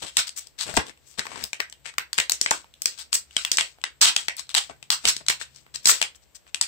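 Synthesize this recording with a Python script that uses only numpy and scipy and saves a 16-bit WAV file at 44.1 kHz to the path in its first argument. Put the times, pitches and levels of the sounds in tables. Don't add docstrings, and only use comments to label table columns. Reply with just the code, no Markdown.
import sys
import numpy as np
from scipy import signal
from scipy.fft import rfft, irfft
from scipy.io import wavfile
from scipy.ndimage import uniform_filter1d, minimum_filter1d

SR = 44100
rng = np.random.default_rng(int(sys.argv[2]) if len(sys.argv) > 2 else 0)


def pcm_store(signal):
    levels = np.round(np.clip(np.atleast_2d(signal), -1, 1) * 32767)
    wavfile.write(sys.argv[1], SR, levels.astype(np.int16).T)


def voltage_ratio(level):
    return 10 ** (np.asarray(level, float) / 20)


N = 294493


def evened(x):
    return x / np.sqrt(np.mean(x ** 2) + 1e-20)


def read(points, hz):
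    f, value = np.transpose(points)
    return np.interp(np.log(hz + 1), np.log(f + 1), value)


def causal(points, size=2048):
    log_gain = np.log(voltage_ratio(read(points, abs(np.fft.fftfreq(size, 1 / SR)))))
    return np.fft.ifft(np.exp(np.conj(signal.hilbert(log_gain)))).real[:size // 2]


def add(mix, s, sound):
    part = mix[:, round(s * SR):][:, :sound.shape[1]]
    part += sound[:, :part.shape[1]]


def ports(left, right, pan_db):
    lag = 13
    return np.array([left * voltage_ratio(pan_db / 2), np.roll(right * voltage_ratio(-pan_db / 2), lag)])


# (frequency [Hz], level [dB per Hz])
HUM_COLOUR = [(25, -37.5), (45, 2), (68, 15.5), (95, -1.5), (180, -5), (540, -4), (1200, -10.5),
              (3000, -10), (6800, -17), (7800, -5.5), (10400, -36), (12000, -19), (15300, -17),
              (16300, -45.5)]
# (time [s], level [dB])
MOTOR_LEVEL = [
    (0, -82),
    (1.7, -80),
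    (1.9, -70),
    (2.2, -80),
    (4.5, -80),
    (4.75, -68),
    (5.8, -69),
    (6.0, -82),
    (6.68, -82),
]


def air():
    noise = rng.standard_normal((2, N)) + .5 * rng.standard_normal(N)
    shaped = irfft(rfft(noise) * voltage_ratio(read(HUM_COLOUR, np.fft.rfftfreq(N, 1 / SR))), N)
    drone = evened(signal.lfilter(*signal.iirpeak(133, 14.0, SR), noise))
    drone_db = np.interp(np.arange(N) / SR, *np.transpose(MOTOR_LEVEL))
    both = voltage_ratio(-62.5) * evened(shaped) + voltage_ratio(drone_db + 2.5) * drone
    return both * voltage_ratio(np.array([[1.5], [-1.5]]))


# (time of peak [s], level [dB])
STROKES = [(0.0, -40), (0.2, -34.5), (0.42, -42), (0.76, -29.5), (1.07, -54), (1.14, -49.5), (1.25, -39.5),
           (1.43, -36.5), (2.43, -39.5), (2.56, -34), (2.92, -37), (3.42, -30), (3.66, -37.5), (4.2, -29.5),
           (4.63, -32.5), (5.06, -36.5), (5.58, -45), (5.95, -22.5)]


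def effort():
    swell_db_per_s, fade_db_per_s = 221, 257
    peak_s, peak_db = np.transpose(STROKES)
    late = np.arange(0, N + 64, 64)[:, None] / SR - peak_s
    db = peak_db - np.where(late < 0, -swell_db_per_s, fade_db_per_s) * late
    return np.repeat(db.max(axis=1), 64)[:N]


def crackle(size, per_s=5000, spread_db=3.0):
    ticks = voltage_ratio(spread_db * np.minimum(rng.exponential(1, size), 4)) * (rng.random(size) < per_s / SR)
    return ticks * (0.46 * rng.standard_normal(size) + rng.standard_normal((2, size)))


# (frequency [Hz], level [dB])
FILM_COLOUR = [(150, -41.5), (500, -11), (1200, -9.5), (2500, -1.5), (4500, 1), (7000, -2.5), (12000, -18),
               (17000, -9.5)]


def rustle():
    colour = causal(FILM_COLOUR)[None]
    left, right = evened(signal.oaconvolve(crackle(N), colour, axes=1)[:, :N])
    return voltage_ratio(effort() - 17.0) * np.vstack([ports(left, right, 23.4), left])


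# (frequency [Hz], time to fall by 60 dB [s])
ROOM_RING = [(250, 0.24), (700, 0.16), (1800, 0.19), (4500, 0.17), (8000, 0.15), (12000, 0.14)]
# (time [s], level [dB])
ECHOES = [(.0025, -26.5), (.0045, -13), (.012, -15.5), (.018, -34)]


def room(x, push):
    out, turn = np.zeros((2, N)), np.arange(N) / SR * 9
    for k in range(3):
        taps = np.zeros((2, SR // 2))
        at = np.arange(40, SR // 2 - 10, 10) + rng.integers(0, 10, (2, (SR // 2 - 41) // 10))
        np.put_along_axis(taps, at, rng.choice([-1., 1.], at.shape), 1)
        hz, t, z = signal.stft(taps, SR, nperseg=128)
        tail = signal.istft(z * voltage_ratio(-60 * t / read(ROOM_RING, hz)[:, None]), SR, nperseg=128)[1]
        tail *= 1 - np.exp(-(np.arange(tail.shape[1]) / SR / .014) ** 2)
        share = np.sqrt(2 / 3) * np.cos(turn + k * np.pi / 3)
        out += signal.fftconvolve(push[None] * share, tail / np.linalg.norm(tail[0]), axes=1)[:, :N]
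    out = signal.lfilter(*signal.butter(1, 350, "high", fs=SR), out)
    early = np.zeros((2, N))
    for k, (s, db) in enumerate(ECHOES):
        sides = x[::(-1) ** k]
        early += voltage_ratio(db) * np.roll(sides, round(s * SR), 1)
    return voltage_ratio(-8.5) * out + early


def body(push, hz, card_db, edge_db, ring_db=-42.0, broad_db=-2.0):
    panel = signal.lfilter(*signal.iirpeak(hz, 2.6, SR), push)
    ring = signal.lfilter(*signal.iirpeak(hz, 9.0, SR), push)
    broad = signal.lfilter(*signal.butter(2, [0.2 * hz, min(3.5 * hz, 9000)], "band", fs=SR), push)
    card = signal.lfilter(*signal.butter(1, [60, 900], "band", fs=SR), push)
    edge = signal.lfilter(*signal.butter(2, 6000, "high", fs=SR), push)
    parts = zip([panel, ring, broad, card, edge], [0, ring_db, broad_db, card_db, edge_db])
    return evened(sum(voltage_ratio(db) * evened(part) for part, db in parts))


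# (time [s], left over right [dB])
HANDS = [
    (0, 2),
    (0.6, 7),
    (1.9, 5.5),
    (2.4, 2.5),
    (4.0, 3),
    (5.2, 1),
    (6.68, 12),
]


def balance(s, db):
    return np.interp(s, *np.transpose(HANDS)) - 0.4 * db


def flurry(length, db, hz, card_db, pan_db):
    ticks = crackle(SR // 4)[:, :round(length * SR)]
    swelling = ticks * signal.windows.tukey(ticks.shape[1], .7)
    edge_db = 13.0 * np.log2(hz / 5000)
    left, right = body(swelling, hz, card_db, edge_db)
    return voltage_ratio(db) * np.vstack([ports(left, right, pan_db), left])


def add_flurries(pack, rows, card_db):
    for s, length, db, hz in rows:
        add(pack, s, flurry(length, db, hz, card_db, balance(s, db + 27)))


# (time [s], length [s], level [dB], centre [Hz])
BENDS = [(.01, 0.052, -40.5, 3030), (0.643, 0.092, -43.5, 2450), (0.768, 0.012, -16, 900),
         (0.849, 0.072, -54, 2910), (1.172, 0.041, -39, 3150), (1.248, 0.33, -49.5, 1800),
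         (1.3, 0.082, -61, 950), (1.592, 0.026, -46, 1190), (4.69, 0.031, -47, 700),
         (5.035, 0.031, -39, 3010), (5.201, 0.021, -51, 604), (0.6, 0.24, -58.5, 524)]


def bends(pack):
    add_flurries(pack, BENDS, card_db=8)


def snap(db, hz, card_db=-28.5, edge_db=-0.5, pan_db=0.0, broad_db=-2.0):
    t = np.arange(600) / SR
    same = 0.39
    jerks = rng.standard_normal((3, len(t))) * voltage_ratio(0.55 * rng.standard_normal(len(t)))
    jerks[1] = same * jerks[0] + np.sqrt(1 - same ** 2) * jerks[1]
    jerks *= voltage_ratio(-60 * t / .010) * (1 - np.exp(-t / .0004))
    jerks[2] = (t == 0) + .12 * jerks[2]
    left, right, push = (body(jerk, hz, card_db + 19.5, edge_db + 0.5, ring_db, broad_db)
                         for jerk, ring_db in zip(jerks, [-3.0, -3.0, -15.0]))
    return voltage_ratio(db - 18) * np.vstack([ports(left, right, np.clip(pan_db, -4, 14)), push])


def add_snaps(pack, rows, thump_db, broad_db):
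    for s, db, hz, edge_db in rows:
        add(pack, s, snap(db, hz, thump_db - 0.1 * db, edge_db, balance(s, db), broad_db))


# (time [s], level [dB], ring [Hz], edge spray [dB])
WALLS = [(0.028, -23.5, 2690, -38), (1.531, -15, 2480, -3), (1.862, -27, 2560, -24),
         (2.18, -8.5, 3090, -25), (2.992, -27.5, 3130, 11), (3.366, -3, 3040, -5.5), (3.449, -7, 2860, 2),
         (3.609, -6, 2910, -6), (3.815, -39, 3060, -10), (4.055, 9, 3130, -3), (4.163, -1.5, 3250, -3),
         (4.575, -25, 2730, -15.5), (4.827, -29, 2660, -1), (5.053, 2, 2990, -2), (5.3, -4, 2370, 4.5),
         (6.015, -3, 2830, -1.5), (6.026, -7.5, 2580, -3), (6.545, -13, 2850, -36)]


def walls(pack):
    add_snaps(pack, WALLS, thump_db=-30.5, broad_db=1)


# (frequency [Hz], level [dB], time to fall by 60 dB [s])
TABLE_NOTES = [(73.4, -0.5, 0.082), (172, 1.5, 0.046), (304, -10, 0.017), (760, -7.5, 0.076)]


def knock(db):
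    t = np.arange(6000) / SR
    boom = sum(voltage_ratio(level_db - 60 * t / t60) * np.sin(2 * np.pi * hz * t) for hz, level_db, t60 in TABLE_NOTES)
    return ports(boom, boom, 39.0) * voltage_ratio(db - 2.5) * (1 - np.exp(-t / 0.0024))


# (time [s], level [dB])
KNOCKS = [(0.037, -55), (0.738, -43), (0.777, -28), (1.432, -50), (5.059, -42), (0.181, -48.5),
          (2.189, -46.5), (3.368, -65), (4.02, -42.5), (5.29, -45), (5.869, -47)]


def knocks():
    table = np.zeros((2, N))
    for s, db in KNOCKS:
        add(table, s, knock(db))
    return table


# (time [s], length [s], level [dB], centre [Hz])
FLURRIES = [(0.051, 0.056, -44.5, 3330), (0.165, 0.047, -28, 3700), (0.357, 0.046, -38, 6550),
            (0.577, 0.078, -36, 4100), (1.046, 0.11, -65, 6660), (1.84, 0.073, -47, 2190),
            (2.165, 0.053, -43.5, 2750), (2.967, 0.072, -44.5, 4450), (3.118, 0.018, -44, 5000),
            (3.135, 0.026, -23, 7000), (3.572, 0.045, -31.5, 3530), (4.008, 0.052, -8.5, 4400),
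            (4.367, 0.051, -43, 4200), (4.495, 0.03, -46.5, 3500), (4.554, 0.044, -22.5, 3170),
            (5.061, 0.051, -22, 4720), (5.393, 0.046, -41.5, 3660), (5.539, 0.065, -87, 4450),
            (5.738, 0.029, -38.5, 4000), (5.841, 0.033, -42, 5900), (5.857, 0.07, -17.5, 6560),
            (6.148, 0.023, -64, 6000), (0.265, 0.024, -39.5, 4700), (6.215, 0.033, -76.5, 4500),
            (6.343, 0.032, -54, 5560), (6.465, 0.045, -72.5, 2600)]


def flurries(pack):
    add_flurries(pack, FLURRIES, card_db=-21)


# (time [s], level [dB], ring [Hz])
TICKS = [(0.135, -48, 2770), (0.5132, -82, 5470), (0.8665, -29, 3700), (0.9744, -44.5, 2530),
         (1.0327, -65, 1260), (1.0557, -56, 3030), (1.254, -22.5, 900), (1.4125, -52, 3860),
         (1.698, -33, 6000), (1.8033, -60.5, 1840), (1.984, -16, 3200), (2.6431, -35, 935),
         (2.739, -34.5, 3140), (3.3088, -34.5, 2960), (3.7848, -39, 724), (4.468, -43, 4000),
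         (5.547, -42, 5370), (5.6642, -37.5, 1013), (6.1478, -39, 2860), (6.4662, -39, 955),
         (3.618, -18.5, 2870)]


def ticks(pack):
    for s, db, hz in TICKS:
        add(pack, s, snap(db, hz))


# (time [s], level [dB], ring [Hz], edge spray [dB])
CORNERS = [(0.169, 6.5, 4100, 4), (0.61, -15, 4000, -13), (1.725, -30, 3080, 2), (2.13, -13, 4600, 6),
           (2.2, -5, 3300, 2.5), (2.296, -2, 4470, 11.5), (3.129, -6, 4240, -27), (4.394, -19.5, 4030, -5),
           (4.492, -26, 3730, 2.5), (4.543, -11, 3940, 6), (4.549, -0.5, 3720, 1), (4.903, 8, 4600, 5),
           (5.264, -25.5, 4100, -9), (5.284, 3.5, 4240, -15.5), (5.873, 2.5, 4270, -21),
           (6.612, -2, 4400, -26)]


def corners(pack):
    add_snaps(pack, CORNERS, thump_db=-33, broad_db=5)


# (time [s], level [dB], ring [Hz], edge spray [dB])
RIMS = [(0.292, -24.5, 4530, -16), (0.47, -33.5, 5000, 3), (0.767, -9.5, 5550, 0.5), (1.439, -12, 5190, 7),
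        (2.319, -5, 5790, -26.5), (2.413, -3.5, 5700, -17), (2.509, -4.5, 6500, -2), (2.819, -12, 5500, 10),
        (2.857, -2.5, 5180, 0.5), (3.153, -10, 5100, -33), (3.516, -1, 5080, -2), (3.571, -7.5, 5300, -3),
        (4.014, 3.5, 5300, -1.5), (4.032, -6, 5590, -25), (4.367, -23, 5560, 19), (5.086, -5, 6000, -19),
        (5.165, -15.5, 4660, -5.5), (5.56, -37, 5240, -16.5), (5.747, -30, 6070, -9.5),
        (5.758, -20.5, 4800, -3.5), (5.833, -40, 5400, 8), (5.856, 4, 4840, -17.5),
        (5.889, -11.5, 5640, -7), (5.914, -5.5, 4660, -11)]


def rims(pack):
    add_snaps(pack, RIMS, thump_db=-31, broad_db=-4)


# (time [s], level [dB], ring [Hz], edge spray [dB])
CARD = [
    (0.69, -26, 660, -16),
    (0.697, -28, 650, -19),
    (0.74, -21.5, 680, 5),
    (0.776, -13.5, 690, -16.5),
    (1.267, -21.5, 925, -27),
    (1.317, -27.5, 1040, -16),
    (1.331, -46, 1040, -5),
    (1.358, -25, 942, -21),
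    (2.512, -2.5, 884, -36),
    (4.697, -24, 736, -32),
]


def card(pack):
    add_snaps(pack, CARD, thump_db=-26.5, broad_db=-7)


# (time [s], level [dB], ring [Hz], edge spray [dB])
DOME = [(0.895, -31, 2130, -28), (0.909, -43, 1910, -7), (1.193, -10, 1800, -42), (1.602, -7.5, 1890, -6),
        (1.856, -26.5, 1820, -12), (1.939, -39, 1500, -41), (1.982, -6, 1874, -1),
        (2.185, -1.5, 2060, -10.5), (2.461, -5.5, 2120, -19.5), (3.584, -2, 2020, -27),
        (3.839, -8, 2020, -12), (4.283, -6.5, 2054, -8.5), (5.413, -19.5, 1810, -34),
        (5.894, -1, 1290, -13)]


def dome(pack):
    add_snaps(pack, DOME, thump_db=-35.5, broad_db=-6)


def scene():
    pack = rustle()
    for source in [flurries, bends, rims, corners, walls, dome, card, ticks]:
        source(pack)
    return pack[:2] + room(pack[:2], pack[2]) + knocks()


# (frequency [Hz], level [dB])
MICROPHONE_COLOUR = [(40, -4), (100, -1.5), (6500, 2.5), (7200, 3), (7900, 13.5), (8800, 4.5),
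                     (10400, -8.5), (11800, -3), (15600, -2), (16400, -29.5), (17500, -72.5)]


def microphone(dry):
    return signal.oaconvolve(dry, causal(MICROPHONE_COLOUR)[None], axes=1)[:, :N]


def limiter(heard):
    over_db = np.maximum(20 * np.log10(abs(heard) + 1e-9) + .2, 0)
    over_db = -minimum_filter1d(-over_db, size=65, axis=1)
    fall = np.arange(N) * 430.0 / SR
    held_db = np.maximum.accumulate(over_db + fall, axis=1) - fall
    limited = heard / voltage_ratio(uniform_filter1d(held_db, size=33, axis=1))
    return np.clip(limited, -1, 1)


def starve(x, below_db=30.5, from_hz=9300):
    hz, t, z = signal.stft(x, SR, nperseg=1024)
    band = np.arange(len(hz)) // 16
    power = np.add.reduceat(abs(z) ** 2, np.arange(0, len(hz), 16), axis=1)
    chance = voltage_ratio(rng.standard_normal(power.shape[1:]))
    weak = power < power.max(1, keepdims=True) * voltage_ratio(-2 * below_db) * chance
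    emptied = weak[:, band] & (hz > from_hz)[:, None]
    return signal.istft(z * ~emptied, SR, nperseg=1024)[1][:, :N]


def band_limit(x):
    return signal.sosfilt(signal.butter(12, 17000, fs=SR, output="sos"), x)


def record(dry):
    heard = microphone(dry) + air()
    mix = starve(limiter(heard))
    return band_limit(mix)


dry = scene()
out = record(dry)
pcm_store(out)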